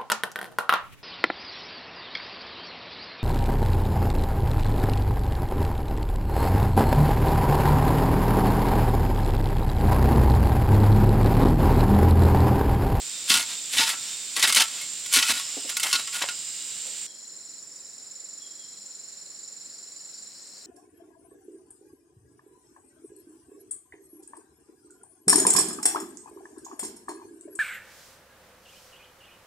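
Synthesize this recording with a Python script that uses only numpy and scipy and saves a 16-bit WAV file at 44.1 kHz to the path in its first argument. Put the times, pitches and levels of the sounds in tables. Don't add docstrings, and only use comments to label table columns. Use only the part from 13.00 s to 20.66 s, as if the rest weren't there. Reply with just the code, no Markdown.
import sys
import numpy as np
from scipy import signal
from scipy.fft import rfft, irfft
from scipy.io import wavfile

SR = 44100
rng = np.random.default_rng(int(sys.argv[2]) if len(sys.argv) > 2 else 0)


def wav_out(sig):
    wavfile.write(sys.argv[1], SR, np.round(np.clip(np.atleast_2d(sig).T, -1, 1) * 32767).astype(np.int16))


N = 337806
T = np.arange(N) / SR


def from_db(db):
    return 10 ** (np.asarray(db) / 20)


def rms_one(x):
    return x / np.sqrt(np.mean(x ** 2) + 1e-20)


def drift(rate):
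    knots = rng.standard_normal(20000)
    return np.interp(T * rate, np.arange(len(knots)), knots)


def pan(left_db):
    return from_db([[left_db / 2], [-left_db / 2]])


def band(x, low_hz, high_hz, order=2):
    sos = signal.butter(order, [low_hz, high_hz], "band", fs=SR, output="sos")
    return signal.sosfilt(sos, x) * np.sqrt(SR / 2 / (high_hz - low_hz))


def colour(x, spectrum, size=4096):
    hz, db = np.transpose(spectrum)
    bin_hz = np.fft.rfftfreq(size, 1 / SR)
    gain = rms_one(from_db(np.interp(np.log(bin_hz + 1), np.log(hz), db)))
    cepstrum = irfft(np.log(gain))
    cepstrum[1:size // 2] *= 2
    cepstrum[size // 2 + 1:] = 0
    response = irfft(np.exp(rfft(cepstrum)))
    return signal.oaconvolve(np.atleast_2d(x), response[None], axes=1)[:, :N]


def stereo_noise(side_db):
    mid, side = rng.standard_normal((2, N))
    return rms_one(mid + from_db(side_db) * side * [[1], [-1]])


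def scatter(x, t60, wet_db, side_db):
    age = T[:SR // 2]
    tail = stereo_noise(side_db)[:, :len(age)] * from_db(-60 * age / t60)
    tail *= age > .002
    tail /= np.sqrt(np.sum(tail ** 2) / 2)
    both_channels = np.atleast_2d(x) * np.ones((2, 1))
    return x + from_db(wet_db) * signal.oaconvolve(both_channels, tail, axes=1)[:, :N]


def grains(per_s, spread_db):
    sizes = from_db(spread_db * np.minimum(rng.exponential(1, N), 4)) * rng.choice([-1, 1], N)
    return rms_one(sizes * (rng.random(N) < per_s / SR))


def dying(start, decay, rise):
    age = np.maximum(T - start, 0)
    return (1 - np.exp(-age / rise)) * np.exp(-np.minimum(age / decay, 40))


def held(start, length, attack, release):
    before = np.maximum(start - T, 0) / attack
    after = np.maximum(T - start - length, 0) / release
    return np.exp(-np.minimum(before + after, 40))


def chirps(cycles, hz, duty, sweep_hz, arch_hz, rough_hz):
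    place = np.clip(((cycles + .5) % 1 - .5) / duty, -.5, .5)
    pitch = hz + sweep_hz * place - arch_hz * (2 * place) ** 2 + rough_hz * drift(1500)
    return np.sqrt(2) * np.cos(np.pi * place) * np.sin(2 * np.pi * np.cumsum(pitch) / SR)


def whistles(calls, length, from_hz, to_hz, waver_hz):
    song, waver = np.zeros(N), waver_hz * drift(500)
    for start, db in calls:
        done = np.clip((T - start) / length, 0, 1)
        pitch = from_hz + (to_hz - from_hz) * done + waver
        song += from_db(db) * np.sin(np.pi * done) * np.sin(2 * np.pi * np.cumsum(pitch) / SR)
    return song


def open_air(spectrum, side_db, apart_hz, top_side_db):
    mid, side = rng.standard_normal((2, N))
    low_side = signal.sosfilt(signal.butter(1, apart_hz, fs=SR, output="sos"), side)
    difference = from_db(side_db) * low_side + from_db(top_side_db) * side
    return colour(mid + difference * [[1], [-1]], spectrum)


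def chorus(rows, side_db, flutter_db):
    out = np.zeros((2, N))
    for hz, width, db in rows:
        noise = band(stereo_noise(side_db), hz - width / 2, hz + width / 2, order=3)
        out += from_db(db + flutter_db * drift(120)) * noise
    return out


# (frequency [Hz], relative level per Hz [dB])
CLIFF_AIR = [(25, -39), (55, -35), (110, -5), (220, 1), (550, -0.5), (900, -6.5), (1900, -4), (2700, -9),
             (5000, -8), (9500, -3), (11500, -15.5), (15500, -15)]
# (centre [Hz], width [Hz], level [dB])
CLIFF_CHORUS = [(4160, 710, -63), (4930, 850, -60), (5460, 570, -56), (7020, 680, -51), (7590, 400, -53),
                (9020, 780, -65)]


def cliff_surroundings(air_db=-56.5):
    air = from_db(air_db) * open_air(CLIFF_AIR, side_db=-7.0, apart_hz=1800, top_side_db=-17.0)
    return air * pan(1.1) + chorus(CLIFF_CHORUS, side_db=-7.5, flutter_db=2.0)


# (frequency [Hz], relative level per Hz [dB])
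PIT_AIR = [(25, -32), (55, -30), (110, -10), (260, -8), (900, -13), (1800, -7), (2300, -3), (3900, 1.5),
           (5300, 2), (6400, -0.5), (9200, -7.5), (12000, -17), (15500, -15)]
# (centre [Hz], width [Hz], level [dB])
PIT_CHORUS = [(7325, 730, -39), (8000, 620, -45.5)]
PIT_HISS_DB, PIT_FADE_DB_PER_S = -38.5, 0.64


def pit_surroundings(buzz_db=-40.0, upper_db=-42.0):
    air = open_air(PIT_AIR, side_db=-13.5, apart_hz=1160, top_side_db=-9.0)
    air *= from_db(PIT_HISS_DB - PIT_FADE_DB_PER_S * T)
    buzz = from_db(buzz_db) * chirps(
        61 * T + 0.26 * drift(12), hz=7280, duty=0.63, sweep_hz=-400, arch_hz=101.4, rough_hz=150)
    upper = from_db(upper_db) * chirps(
        53 * T + 0.17 * drift(6.5), hz=8444, duty=.65, sweep_hz=-600, arch_hz=103.7, rough_hz=71.6)
    near = scatter(buzz + upper, t60=0.17, wet_db=-3.5, side_db=-6.0)
    far = chorus(PIT_CHORUS, side_db=-8.5, flutter_db=1.0)
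    return air + (near + far) * pan(-5.5)


# (start [s], end [s], pitch [Hz], level [dB])
THIN_TONES = [(0.0, 1.5, 3648, -50), (0.9, 1.2, 5525, -50), (2.2, 3.75, 5015, -51), (2.2, 2.75, 5285, -49),
              (1.8, 4.1, 2875, -57), (2.6, 4.1, 3885, -56)]


def thin_tones():
    out = np.zeros(N)
    width_hz, fade_s = 22, .12
    for start, end, hz, db in THIN_TONES:
        fade = np.clip(np.minimum(T - start, end - T) / fade_s, 0, 1)
        tone = band(rng.standard_normal(N), hz - width_hz / 2, hz + width_hz / 2, order=1)
        out += fade * from_db(db) * tone
    return out


# (time [s], level [dB])
FALLING_CALLS = [(4.056, -55), (5.396, -53), (5.575, -54)]
# (time [s], level [dB])
RISING_CALLS = [(6.37, -56), (6.688, -53), (6.92, -54), (7.135, -53.5), (7.332, -53), (7.529, -53)]


def bird():
    falling = whistles(FALLING_CALLS, length=0.089, from_hz=3400, to_hz=3160, waver_hz=80)
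    rising = whistles(RISING_CALLS, length=0.085, from_hz=4530, to_hz=4800, waver_hz=130)
    far_falling = scatter(falling, t60=0.97, wet_db=-0.5, side_db=-9.0)
    return far_falling + scatter(rising, t60=0.5, wet_db=-1.0, side_db=-9.0)


# (start [s], end [s], phrases per second once warm [1/s])
RASP_BOUTS = [(3.005, 4.59, 22.32), (4.79, 7.8, 23.03)]
RASP_DB, RASP_HZ = -50, 4190
WARM_UP_S, COLD_DB, COLD_PER_S, COLD_HZ = .4, 8.5, 10, 199
CRICKET_THROB_HZ, CRICKET_PEAK_S = 7.49, 6.338


def cliff_insects(accent_db=14.5, throb_db=4.0, cricket_peak_db=-50.5, tick_db=-58.5):
    singing, cold, phrase = np.zeros((3, N))
    for start, end, per_s in RASP_BOUTS:
        bout = (T > start) & (T < end)
        singing += bout
        cold += bout * np.exp(-np.abs(T - start) / WARM_UP_S)
        phrase += bout * np.cumsum(bout * (per_s - COLD_PER_S * cold)) / SR
    accent = accent_db * (np.cos(2 * np.pi * phrase - 1) - 1)
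    rasp_level = singing * from_db(RASP_DB - COLD_DB * cold + accent)
    rasp = rasp_level * chirps(
        3 * phrase, hz=RASP_HZ - COLD_HZ * cold, duty=0.76, sweep_hz=-480, arch_hz=26, rough_hz=49.7)

    throb = 2 * np.pi * CRICKET_THROB_HZ * (T - CRICKET_PEAK_S)
    trill_hz = 5480 + 110 * np.sin(throb)
    trill = chirps(
        92 * T + 0.753 * drift(15), hz=trill_hz, duty=0.7, sweep_hz=-200, arch_hz=30.0, rough_hz=98)
    cricket = from_db(cricket_peak_db + throb_db * (np.cos(throb) - 1)) * trill

    tick = from_db(tick_db) * chirps(65 * T, hz=9150, duty=0.5, sweep_hz=-500, arch_hz=50, rough_hz=304)
    insects = rasp * pan(16.0) + cricket * pan(4.9) + tick
    return scatter(insects, t60=0.27, wet_db=-5.0, side_db=3.0)


SOLO_DB, SOLO_END_S, SOLO_FADE_S = -40.5, 7.31, .04


def solo_cicada(wander_db=1.5):
    cycles = (T - 4.1046) / .044064
    level = from_db(SOLO_DB + wander_db * drift(4)) * np.clip((SOLO_END_S - T) / SOLO_FADE_S, 0, 1)
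    song = level * chirps(cycles, hz=7262, duty=.48, sweep_hz=-40, arch_hz=488, rough_hz=46.1)
    return scatter(song, t60=.15, wet_db=-10.0, side_db=-5.0) * pan(-5.5)


# (time of most flow [s], relative level [dB], half length [s])
SPILLS = [(0.518, -35.5, 0.034), (1.074, -41, 0.066), (1.776, -38.5, 0.071), (2.522, -41.5, 0.1)]
# (frequency [Hz], relative level per Hz [dB])
GRIT = [(200, -37), (700, -18.5), (1400, -7.5), (2200, -0.5), (3200, 5.5), (4500, 2.5), (6500, -1.5),
        (9000, -15), (12000, -21), (16000, -41)]
CRUMBS = [(60, -25), (170, -11.5), (260, -8.5), (380, -9), (700, 0), (1150, 4), (1800, 4), (3000, 2),
          (8000, -26.5)]
SAND = [(3000, -43), (6000, 1), (8500, 6.5), (10500, 3), (13000, -5.5), (16000, -12)]
SPILL_CLAY_DB, SPILL_SAND_DB = -11.5, -8


def spills():
    flow = np.zeros(N)
    for s, db, half in SPILLS:
        flow += from_db(db) * np.exp(-np.minimum(((T - s) / half) ** 2 / 2, 40))
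    fall = flow * grains(6000, 2.4)
    sand = flow * grains(8000, 2.2)
    crumbs = from_db(SPILL_CLAY_DB) * colour(fall, CRUMBS)
    return colour(fall, GRIT) + crumbs + from_db(SPILL_SAND_DB) * colour(sand, SAND)


# (time [s], length [s], relative grit level [dB], relative crumbling level [dB], relative thud level [dB])
SHOVES = [(0.302, 0.023, -22, -50, -29.5), (0.34, 0.038, -27.5, -38, -31.5), (0.395, 0.016, -28, -36, -46),
          (0.738, 0.027, -25, -37, -37.5), (0.789, 0.04, -22, -27.5, -29.5),
          (0.878, 0.018, -24.5, -35.5, -50), (0.937, .004, -42.5, -36, -51),
          (1.369, 0.022, -28, -31, -34.5), (1.435, 0.022, -22.5, -26, -38), (1.482, .02, -22, -34, -38),
          (1.566, 0.051, -20, -26, -33.5), (2.134, 0.0089, -28.5, -50, -53), (2.162, 0.023, -15, -29, -29),
          (2.226, 0.056, -32.5, -49, -52), (2.291, 0.023, -22, -29.5, -32.5),
          (2.361, 0.04, -31, -44.5, -51), (2.695, 0.012, -34, -40, -56), (2.83, 0.047, -29, -34.5, -50),
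          (2.929, 0.024, -25.5, -36, -35.5), (2.991, .005, -33, -38, -48), (3.143, 0.038, -29, -38, -50),
          (3.219, 0.0072, -46, -28.5, -47), (3.284, 0.0022, -45, -35.5, -54)]
# (time [s], relative level [dB], decay [s], highest pitch [Hz])
CLODS = [(2.567, -30, 0.0091, 684), (2.644, -37, 0.012, 640), (3.234, -26, .005, 1150),
         (3.851, -53.5, .06, 1000)]
# (frequency [Hz], relative level per Hz [dB])
EARTH = [(25, -27), (52, -49), (72, -2.5), (110, -10.5), (185, -13), (225, 1), (295, 1), (350, -3),
         (650, 1.5), (1500, -1), (4000, -42)]
THUD_DECAY_S, THUD_HZ = 0.02, 348
THUD_SPAN, CLOD_SPAN = 6.5, 2.36


def thuds(level_db=3.5):
    push, blows = rng.standard_normal(N), np.zeros(N)
    shoves = [(s, db, THUD_DECAY_S, THUD_HZ, THUD_SPAN) for s, _, _, _, db in SHOVES]
    clods = [(*row, CLOD_SPAN) for row in CLODS]
    for s, db, decay, hz, span in shoves + clods:
        contact = signal.butter(3, [hz / span, hz], "band", fs=SR, output="sos")
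        burst = push * dying(s, decay, rise=0.00043) + 1e-18
        blows += from_db(db + level_db) * signal.sosfilt(contact, burst)
    return colour(blows, EARTH)


# (pitch [Hz], relative level [dB], time to fall 60 dB if undamped [s])
BLADE = [(907, -6.5, 0.14), (1105, -6.5, 0.12), (1335.5, 1, 0.2), (1437, -2, 0.34), (1760, -1.5, 0.058),
         (1934, -0.5, 0.078), (2134, 4, 0.089), (2240, -1, 0.049), (2606, 2.5, 0.084), (2660, -1, 0.22),
         (3140, 6, 0.1), (3430, 0, 0.24), (3913, 4.5, 0.1), (3990, 4.5, 0.05), (4450, 0, .18),
         (4975, 5, 0.13), (5580, -6.5, 0.084), (6330, -2, 0.11), (7920, -10, 0.36)]
LONGEST_RING_S = .15


def blade(force, vary_db=4.5):
    out = np.zeros(N)
    for k, (hz, db, t60) in enumerate(BLADE):
        t60 = min(t60, LONGEST_RING_S)
        r = np.exp(-np.log(1000) / (t60 * SR))
        w = 2 * np.pi * hz / SR
        gain = from_db(db) * np.sqrt(2 * (1 - r * r)) * np.sin(w) * (-1) ** k
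        drive = force * from_db(vary_db * drift(12)) + 1e-18
        out += signal.lfilter([0, gain], [1, -2 * r * np.cos(w), r * r], drive)
    return out


# (time [s], relative level [dB], sandy top compared with the bite [dB])
BITES = [(0.300, -10.5, -7), (0.318, -21, -12), (0.34, -14, -4), (0.368, -25, -11), (0.783, -14.5, -19),
         (0.806, -16.5, -9), (0.83, -21, -16), (1.364, -20, -0.5), (1.395, -21, -1), (1.426, -12, -2),
         (1.437, -16, -19), (1.524, -17, 1), (1.547, -17, 4), (1.561, -18, 1), (1.57, -11.5, -4),
         (1.598, -17.5, -9), (1.617, -18.5, -10), (1.813, -35, 4), (2.06, -31, 0), (2.126, -22.5, 6),
         (2.136, -15.5, 2.5), (2.162, -17, -12), (2.187, -16.5, -5), (2.2255, -14, -8), (2.29, -23, -2),
         (2.693, -26, -3), (2.768, -22, 4.5), (2.797, -25, 3), (2.831, -18.5, 1.5), (2.868, -28, -5),
         (2.928, -12.5, -7), (2.953, -19, -7), (3.074, -29, -10), (3.221, -22, -4), (3.287, -24.5, -8),
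         (3.866, -46, 6)]
# (time [s], pitch [Hz], level [dB], decay [s])
PINGS = [(0.346, 1430, -22, 0.027), (1.812, 2160, -36, 0.028), (3.29, 1425, -29, 0.015)]
SHOVE_ATTACK_S, SHOVE_RELEASE_S = 0.016, 0.025
CLAY_ATTACK_S, CLAY_RELEASE_S = 0.0043, .02
SAND_ATTACK_S, SAND_RELEASE_S = 0.016, 0.022
BITE_DECAY_S = 0.007
HARD_BITE_SHORTENS = 0.2


def shovel(grit_db=-4.5, crumb_db=-2.0, sand_db=-6.0, bite_db=0.0, snap_db=6.5, bite_crumb_db=-22.5,
           ring_db=-19.5, crumb_ring_db=-8, judder_db=3.0):
    grit, crumbs, sand, bites, bite_sand, snaps = np.zeros((6, N))
    for s, length, rub_db, clay_db, _ in SHOVES:
        grit += from_db(rub_db + grit_db) * held(s, length, SHOVE_ATTACK_S, SHOVE_RELEASE_S)
        sand += from_db(rub_db + sand_db) * held(s, length, SAND_ATTACK_S, SAND_RELEASE_S)
        crumbs += from_db(clay_db + crumb_db) * held(s, length, CLAY_ATTACK_S, CLAY_RELEASE_S)
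    for s, db, top_db in BITES:
        decay = BITE_DECAY_S * from_db(-HARD_BITE_SHORTENS * top_db)
        bites += from_db(db + bite_db) * dying(s, decay, rise=.0001)
        bite_sand += from_db(db + bite_db + top_db) * dying(s, decay, rise=0.0011)
        snaps[round(s * SR)] = from_db(db + snap_db)

    judder = from_db(judder_db * drift(130))
    cracks = bites * grains(14000, 2.8) + snaps
    force = grit * judder * grains(2000, 3.7) + cracks
    crumbling = crumbs * judder * grains(1200, 2.0) + from_db(bite_crumb_db) * cracks
    hiss = sand * judder * grains(6000, 3.5) + bite_sand * grains(14000, 1.9)
    ringing = from_db(ring_db) * blade(force + from_db(crumb_ring_db) * crumbling)
    pings = np.zeros(N)
    for s, hz, db, decay in PINGS:
        pings += from_db(db) * dying(s, decay, rise=0.00042) * np.sin(2 * np.pi * hz * (T - s))
    direct = colour(force, GRIT) + colour(crumbling, CRUMBS) + colour(hiss, SAND)
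    return direct + ringing + pings


SCENE_CHANGE_S = 4.066


def scene(scrape_low_hz=90):
    high_pass = signal.butter(2, scrape_low_hz, "high", fs=SR, output="sos")
    scraping = signal.sosfilt(high_pass, shovel() + spills())
    digging = scatter(scraping, t60=0.045, wet_db=-13.0, side_db=-14.5)
    digging = digging + scatter(thuds(), t60=0.13, wet_db=-7.5, side_db=-11.0)
    pit = pit_surroundings() + thin_tones() + digging
    cliff = cliff_surroundings() + bird() + cliff_insects() + solo_cicada()
    return np.where(T < SCENE_CHANGE_S, pit, cliff)


CUTOFF_HZ = 15900


def record(dry, top=0.82):
    rounded = top * np.tanh(dry / top)
    low_pass = signal.ellip(12, .2, 80, CUTOFF_HZ, fs=SR, output="sos")
    return signal.sosfilt(low_pass, rounded)


dry = scene()
out = record(dry)
wav_out(out)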